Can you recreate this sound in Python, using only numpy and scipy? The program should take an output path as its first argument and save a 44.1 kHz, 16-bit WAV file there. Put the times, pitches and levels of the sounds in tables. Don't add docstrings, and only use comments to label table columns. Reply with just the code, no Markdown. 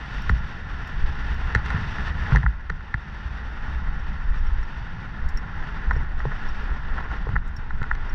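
import sys
import numpy as np
from scipy import signal
from scipy.fft import rfft, irfft, next_fast_len
from scipy.io import wavfile
from scipy.ndimage import uniform_filter1d

SR = 44100
rng = np.random.default_rng(int(sys.argv[2]) if len(sys.argv) > 2 else 0)


def transcribe(signal):
    frames = np.atleast_2d(signal).T
    limited = np.clip(frames, -1, 1)
    pcm = np.round(limited * 32767).astype(np.int16)
    wavfile.write(sys.argv[1], SR, pcm)


def volts_from_db(level):
    exponent = np.asarray(level, float) / 20
    return 10 ** exponent


N = 358974

# pitch_hz, width_hz, level_db
HOUSING = [(435, 68, -18), (852, 258, -4.5), (1054, 204, -6), (1410, 270, 0), (1750, 290, -0.5),
           (1952, 228, -7)]
HOUSING_TREBLE = [(2627, 900, 2.5), (3370, 740, -5.5), (3643, 330, -2.5), (4450, 110, -4.5),
                  (4755, 530, -9.5), (5460, 660, -10), (5850, 190, -13.5)]
# pitch_hz, relative density_db (per Hz)
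FLUTTER = [(60, -9.5), (90, 2), (150, 2.5), (200, -5), (280, -28), (400, -37)]
AIR = [(5500, 2), (6800, -10), (8000, -13.5), (10000, -22.5), (14500, -30.5)]


def rms_one(x):
    return x / np.sqrt(np.mean(x ** 2) + 1e-20)


def in_time(rows):
    s, *columns = np.transpose(rows)
    return [np.interp(np.arange(N) / SR, s, column) for column in columns]


def drift(corner_hz):
    r = np.exp(-80 * np.pi * corner_hz / SR)
    noise = rng.standard_normal(N // 40 + 2002)
    slow = signal.lfilter([1], [1, -2 * r, r * r], noise)[2000:]
    return np.interp(np.arange(N) / 40, np.arange(len(slow)), rms_one(slow))


def coloured(spectrum):
    hz, db = np.transpose(spectrum)
    size = next_fast_len(N)
    log_hz = np.log(np.maximum(np.fft.rfftfreq(size, 1 / SR), 1))
    gain = volts_from_db(np.interp(log_hz, np.log(hz), db, left=-90, right=-120))
    return rms_one(irfft(rfft(rng.standard_normal(size)) * gain, size)[:N])


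def evened(x, seconds):
    return x / np.sqrt(uniform_filter1d(x ** 2, int(seconds * SR)) + 0.52)


def resonance(x, hz, width_hz):
    r = np.exp(-np.pi * width_hz / SR)
    zeros = np.array([1, 0, -1]) * (1 - r * r) / 2
    poles = [1, -2 * r * np.cos(2 * np.pi * hz / SR), r * r]
    return signal.lfilter(zeros, poles, x + 1e-18)


def ring(clicks, hz, t60_s):
    r = volts_from_db(-60 / (t60_s * SR))
    w = 2 * np.pi * hz / SR
    return signal.lfilter([0, np.sin(w)], [1, -2 * r * np.cos(w), r * r], clicks + 1e-18)


def fading(clicks, t60_s):
    return signal.lfilter([1], [1, -volts_from_db(-60 / (t60_s * SR))], clicks)


def clicks_at(seconds, db):
    out = np.zeros(N)
    np.add.at(out, np.round(seconds * SR).astype(int), volts_from_db(db))
    return out


def struck(clicks, hz, width_hz):
    t60_s = 1.55 * np.log(1000) / (np.pi * width_hz) + 0.0005
    rung = ring(clicks, hz, t60_s)
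    return resonance(resonance(rung, hz, 0.88 * width_hz), hz, 3.1 * width_hz)


def buffet():
    # start_s, deep_db, gain_above_40_hz_db, flutter_db
    steady = [(0, -38, 12, -43), (.25, -20.5, 1.5, -39), (.65, -34, 4.5, -38.5), (1.0, -24, -2.5, -38.5),
              (1.55, -25, 7.5, -35), (1.9, -27.5, 0, -33.5), (2.3, -26.5, 10.5, -36.5),
              (2.58, -30, -3.5, -49), (3.1, -37.5, 13, -43), (3.25, -30.5, 19.5, -42.5),
              (3.7, -24.5, 3.5, -41), (4.2, -22, -7, -40.5), (4.65, -25.5, -3, -42.5),
              (5.05, -32.5, -12, -37), (5.3, -31, -11, -43), (5.5, -28.5, 5, -39.5), (6.1, -22, -8, -43),
              (6.7, -23.5, -5, -42), (7.3, -24.5, -3.5, -39), (7.5, -24, -5, -42), (8.14, -23, -13, -43.5)]
    # middle_s, length_s (from the middle to 1/e^4 of the power),
    # deep_db (nominal)
    gusts = [(1.05, 0.054, -23.5), (2.741, 0.08, -23), (4.301, 0.035, -17.5), (4.466, 0.16, -15.5),
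             (5.283, 0.2, -18.5), (5.946, 0.074, -14), (6.734, 0.19, -23.5), (7.183, 0.064, -18.5),
             (7.375, 0.049, -14.5), (7.934, 0.053, -17)]
    # pitch_hz, relative density_db (per Hz)
    rumble = [(12, 6.5), (25, 1), (47, -2), (65, 0.36), (85, -13.5), (120, -44)]
    t = np.arange(N) / SR
    deep_db, upper_db, flutter_db = in_time(steady)
    power = volts_from_db(2 * deep_db)
    for middle_s, length_s, db in gusts:
        power = power + volts_from_db(2 * db) * np.exp(-4 * ((t - middle_s) / length_s) ** 2)
    whole = coloured(rumble)
    upper = signal.sosfiltfilt(signal.butter(2, 40, "high", fs=SR, output="sos"), whole)
    tilted = whole - upper + volts_from_db(upper_db) * upper
    deep = evened(tilted, 0.24) * volts_from_db(2.1 * drift(6.8))
    flutter = rms_one(evened(coloured(FLUTTER), 0.07) * volts_from_db(2.5 * drift(19)))
    return np.sqrt(power) * deep + volts_from_db(flutter_db) * flutter


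def roughness_db():
    # middle_s, length_s (from the middle to 1/e^2 of the rise), rise_db
    rough = [(1.739, 0.12, 8.5), (1.984, 0.06, 5.5), (2.314, 0.094, 7.5), (6.327, 0.012, 9),
             (6.443, 0.037, 5.5), (6.7, 0.036, 6.5), (6.888, 0.016, 5), (6.986, 0.024, 11),
             (7.053, 0.028, 9), (7.136, 0.034, 7.5)]
    t = np.arange(N) / SR
    return sum(db * np.exp(-2 * ((t - middle_s) / length_s) ** 2) for middle_s, length_s, db in rough)


def housing_now():
    # start_s, relative level_db
    upper_level = [(0, 0.5), (2.5, 0.5), (5.8, -0.5), (7.0, -1.5), (8.14, -1.5)]
    upper_db, = in_time(upper_level)
    return [(hz, width_hz, db + upper_db * (hz > 1600)) for hz, width_hz, db in HOUSING]


def rattle(level_db):
    rough_db = roughness_db()
    rate = 110 * volts_from_db(4 * drift(4) + rough_db)
    born = rng.random(N) < rate / SR
    sizes = born * volts_from_db(1.3 * np.minimum(rng.exponential(1, N), 3.5))
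    out = 0
    for hz, width_hz, db in housing_now() + HOUSING_TREBLE[:2]:
        mode_db = db - 11.0 * (hz > 2300) + 4.1 * (hz < 600)
        out = out + struck(sizes * rng.standard_normal(N) * volts_from_db(mode_db), hz, width_hz)
    return volts_from_db(level_db + rough_db) * rms_one(out)


def through_housing(modes, gust_db, patchy_db):
    out = 0
    for hz, width_hz, db in modes:
        band = rng.standard_normal(N)
        for _ in range(2):
            band = resonance(band, hz, 1.11 * width_hz)
        out = out + band * volts_from_db(db + gust_db + patchy_db * drift(7.3))
    return rms_one(out)


def rush():
    # start_s, hiss_db, treble_db (relative to the hiss)
    rush_level = [(0, -41.5, -9), (.2, -39, -6), (.3, -40, -9), (.61, -41, -10.5), (1.36, -37.5, -9),
                  (1.62, -37, -14.5), (1.66, -36.5, -5), (1.7, -36, -9.5), (1.88, -38.5, -6.5),
                  (2.04, -38, -8.5), (2.075, -33, -6.5), (2.11, -38.5, -11), (2.32, -37, -8),
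                  (2.54, -46.5, -13.5), (3.05, -44.5, -10.5), (3.38, -41.5, -11), (3.85, -40.5, -13),
                  (4.69, -43, -11), (4.9, -41, -12), (5.1, -41.5, -13.5), (5.35, -40, -15.5),
                  (5.76, -39, -12.5), (5.96, -39, -16.5), (6.12, -42, -16), (6.46, -38.5, -10),
                  (6.85, -39.5, -14.5), (7.21, -39, -13), (7.43, -44.5, -16), (8.14, -39.5, -14.5)]
    # pitch_hz, relative density_db (per Hz)
    hiss = [(200, 3), (300, -6.5), (550, -11.5), (1200, -11), (2300, -21.5), (4100, -33), (6500, -45)]
    hiss_db, treble_db = in_time(rush_level)
    gust_db = 1.0 * drift(19.0) + 0.5 * drift(57)
    middle = through_housing(housing_now(), gust_db, patchy_db=0.13)
    treble = volts_from_db(treble_db) * through_housing(HOUSING_TREBLE, 1.12 * gust_db, patchy_db=0.5)
    smooth = volts_from_db(-5.5 + 1.2 * gust_db) * coloured(hiss)
    body = volts_from_db(0.42 * roughness_db()) * (middle + smooth) + treble
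    muffled = signal.sosfilt(signal.butter(6, 6600, fs=SR, output="sos"), body)
    air = volts_from_db(1.03 * treble_db - 22.0 + 1.6 * gust_db) * coloured(AIR)
    return volts_from_db(hiss_db - 0.79) * (muffled + air) + rattle(hiss_db - 11.5)


def tinks():
    # start_s, peak_db, middle_modes_db and top_modes_db (relative to the peak)
    touches = [(0.2194, -45, -26, -22), (0.3006, -49, -28, -16), (0.3793, -55, -19, -27),
               (0.4723, -63, -9, -29), (0.873, -49, -16, -21), (1.3427, -54, -17, -20),
               (3.9933, -54.5, -21, -26), (4.383, -49, -37, -48), (4.4672, -50, -29, -30.5),
               (4.6307, -49, -22, -33), (5.287, -48, -10.5, -19), (5.3727, -37, -25, -32),
               (5.9313, -55.5, -18, -35), (5.963, -51, -30, -29), (6.1906, -50, -25, -34),
               (6.487, -44, -30, -30), (6.6238, -58, -24, -21), (7.036, -53, -25, -39),
               (7.477, -59, -6.5, -36), (7.5637, -41.5, -23.5, -33), (8.094, -45, -33, -38)]
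    # pitch_hz, relative level_db, t60_s
    metal = [(5520, 0.5, 0.038), (3770, 8, 0.025), (4660, -0.5, 0.03), (7140, 0, 0.019), (8880, -5, 0.028),
             (10200, -14, .035), (11800, -6, .03), (13160, 4, .025), (13700, -8, .03)]
    s, peak_db, middle_db, top_db = np.transpose(touches)
    spread_db = rng.normal(0, 5.0, (len(s), len(metal)))
    tones = 0
    for k, (hz, db, t60_s) in enumerate(metal):
        upper_db = top_db if hz > 11000 else middle_db
        level_db = peak_db + db + (k > 0) * (upper_db + spread_db[:, k])
        tones = tones + resonance(ring(clicks_at(s, level_db + 1.0), hz, t60_s), hz, 300)
    buzz = volts_from_db(4.0 * drift(150))
    grit = coloured([(3300, -7.0), (4200, 8.5), (7000, 7), (9000, -6.0), (14500, -6.5)])
    scuff = fading(clicks_at(s, peak_db + np.maximum(middle_db, top_db) + 7), 0.061)
    scuff = uniform_filter1d(scuff, int(0.004 * SR))
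    return tones * buzz + grit * scuff


def bobbing():
    # start_s, level_db (of the push)
    landings = [(0.308, -7), (2.327, -3), (2.453, -6), (2.945, -14)]
    bob_hz, bob_t60_s = 53.2, 0.18
    s, db = np.transpose(landings)
    return resonance(ring(clicks_at(s, db), bob_hz, bob_t60_s), bob_hz, 27)


def jolts():
    # start_s, thump_db, shudder_db (after the thump)
    head_jolts = [(0.3, -1.5, -25), (1.56, -2.5, -29.5), (1.744, -7, -22.5), (2.321, -19, -15),
                  (2.351, -23, -23.5), (2.433, -20, -23.5), (2.7, -35, -32.5), (2.945, -8.5, -40),
                  (5.91, -19, -40.5), (5.961, -12, -30.5), (6.255, -12, -25), (7.29, -12, -28),
                  (7.333, -8, -28.5), (7.817, -7.5, -39)]
    rise_s, fall_s = 0.021, 0.022
    s, thump_db, shudder_db = np.transpose(head_jolts)
    push = ring(clicks_at(s, thump_db), 103, 0.022)
    thump = signal.sosfilt(signal.butter(2, 180, fs=SR, output="sos"), push)
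    age = np.arange(SR // 4) / SR
    shape = (1 - np.exp(-age / rise_s)) * np.exp(-age / fall_s)
    swell = signal.fftconvolve(clicks_at(s, shudder_db), shape / shape.max())[:N]
    return swell * evened(coloured(FLUTTER), 0.04) + thump + bobbing()


def knocks():
    # start_s, peak_db, strongest pitch_hz, hollow_db and sharp_db (relative to the peak)
    blows = [(0.2943, -9, 1580, -13.5, -27), (1.549, -5, 1780, -16.5, -22), (1.558, -15, 1910, -27, -22),
             (1.574, -37, 1420, -21, -13), (1.6603, -23.5, 1470, -25, -16), (1.7031, -14, 1540, -28, -23),
             (1.768, -29, 1700, -6, -36), (1.776, -25, 1800, -14, -33), (1.84, -23, 1750, -23, -28),
             (1.983, -20, 1700, -28, -29), (2.29, -33, 1750, -22, -32), (2.307, -26, 1410, -20, -33),
             (2.32, -15, 1430, -23, -35), (2.349, -14, 875, -10, -33), (2.359, -8, 1880, -15, -24),
             (2.369, -12, 1800, -18, -34), (2.43, -18, 1840, -26, -35), (2.437, -21, 829, -14, -33),
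             (2.462, -10, 1540, -41, -62), (2.696, -23, 1580, -20, -36), (2.6993, -12.5, 1830, -14, -25),
             (2.806, -31, 1500, -18, -29), (2.941, -9.5, 1920, -43, -29.5), (4.629, -28, 1500, -23, -23),
             (5.909, -9, 1500, -23, -36.5), (5.913, -15.5, 1010, -19, -37), (5.962, -26, 1440, 1, -35),
             (6.202, -19.5, 1630, -25, -39), (6.252, -16.5, 880, -1.5, -38), (6.317, -22, 1380, -12, -34),
             (6.715, -24.5, 1390, -8, -34), (6.972, -29, 1500, -13, -32), (7.006, -25, 1000, -9, -28),
             (7.114, -22, 1060, -19, -29), (7.141, -25, 900, -7, -35), (7.268, -23.5, 1020, 1.5, -49),
             (7.289, -21, 996, -9, -31), (7.356, -17, 1700, -12, -35), (7.362, -9, 1510, -24, -50),
             (7.706, -20.5, 1410, -44, -42), (7.816, -18.5, 1450, -10, -43),
             (7.829, -22.5, 1330, -23, -17.5), (7.839, -20, 1460, -20, -37), (7.912, -8.5, 1540, -35, -52),
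             (7.951, -31, 1320, -9, -13.5)]
    # pitch_hz, width_hz (nominal), relative level_db
    crack = [(2070, 250, 6), (2540, 500, -1), (3210, 880, -3), (3970, 450, -2.5), (4480, 360, -7),
             (5800, 1500, -4.5)]
    blow_side = [1, 1, -1, -1, -1, 1]
    s, peak_db, pitch_hz, hollow_db, sharp_db = np.transpose(blows)
    modes = HOUSING + crack
    sides = blow_side + [1, -1] * len(crack)
    spread_db = rng.normal(0, 1.5, (len(s), len(modes)))
    lag_s = rng.uniform(0, 0.00006, (len(s), len(modes)))
    out = 0
    for k, (hz, width_hz, db) in enumerate(modes):
        if k == 0:
            level_db = hollow_db + 2.0
            width_hz = 3.25 * width_hz
        elif k < len(HOUSING):
            octaves_off = np.abs(np.log2(hz / pitch_hz))
            level_db = db + 3.0 - 13.2 * octaves_off
            width_hz = 1.24 * width_hz
        else:
            level_db = db + sharp_db + 6.5
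        clicks = clicks_at(s + lag_s[:, k], peak_db + level_db + spread_db[:, k])
        out = out + sides[k] * struck(clicks, hz, width_hz)
    snap = fading(clicks_at(s + 0.00045, peak_db + 1.51 * sharp_db - 1.5), 0.01) * coloured(AIR)
    return out + snap


def scene():
    return (buffet() + rush() + tinks() + jolts() + knocks())[None]


def roll_off(x):
    return signal.sosfilt(signal.butter(12, 14770, fs=SR, output="sos"), x)


def record(dry):
    return roll_off(dry)


dry = scene()
out = record(dry)
transcribe(out)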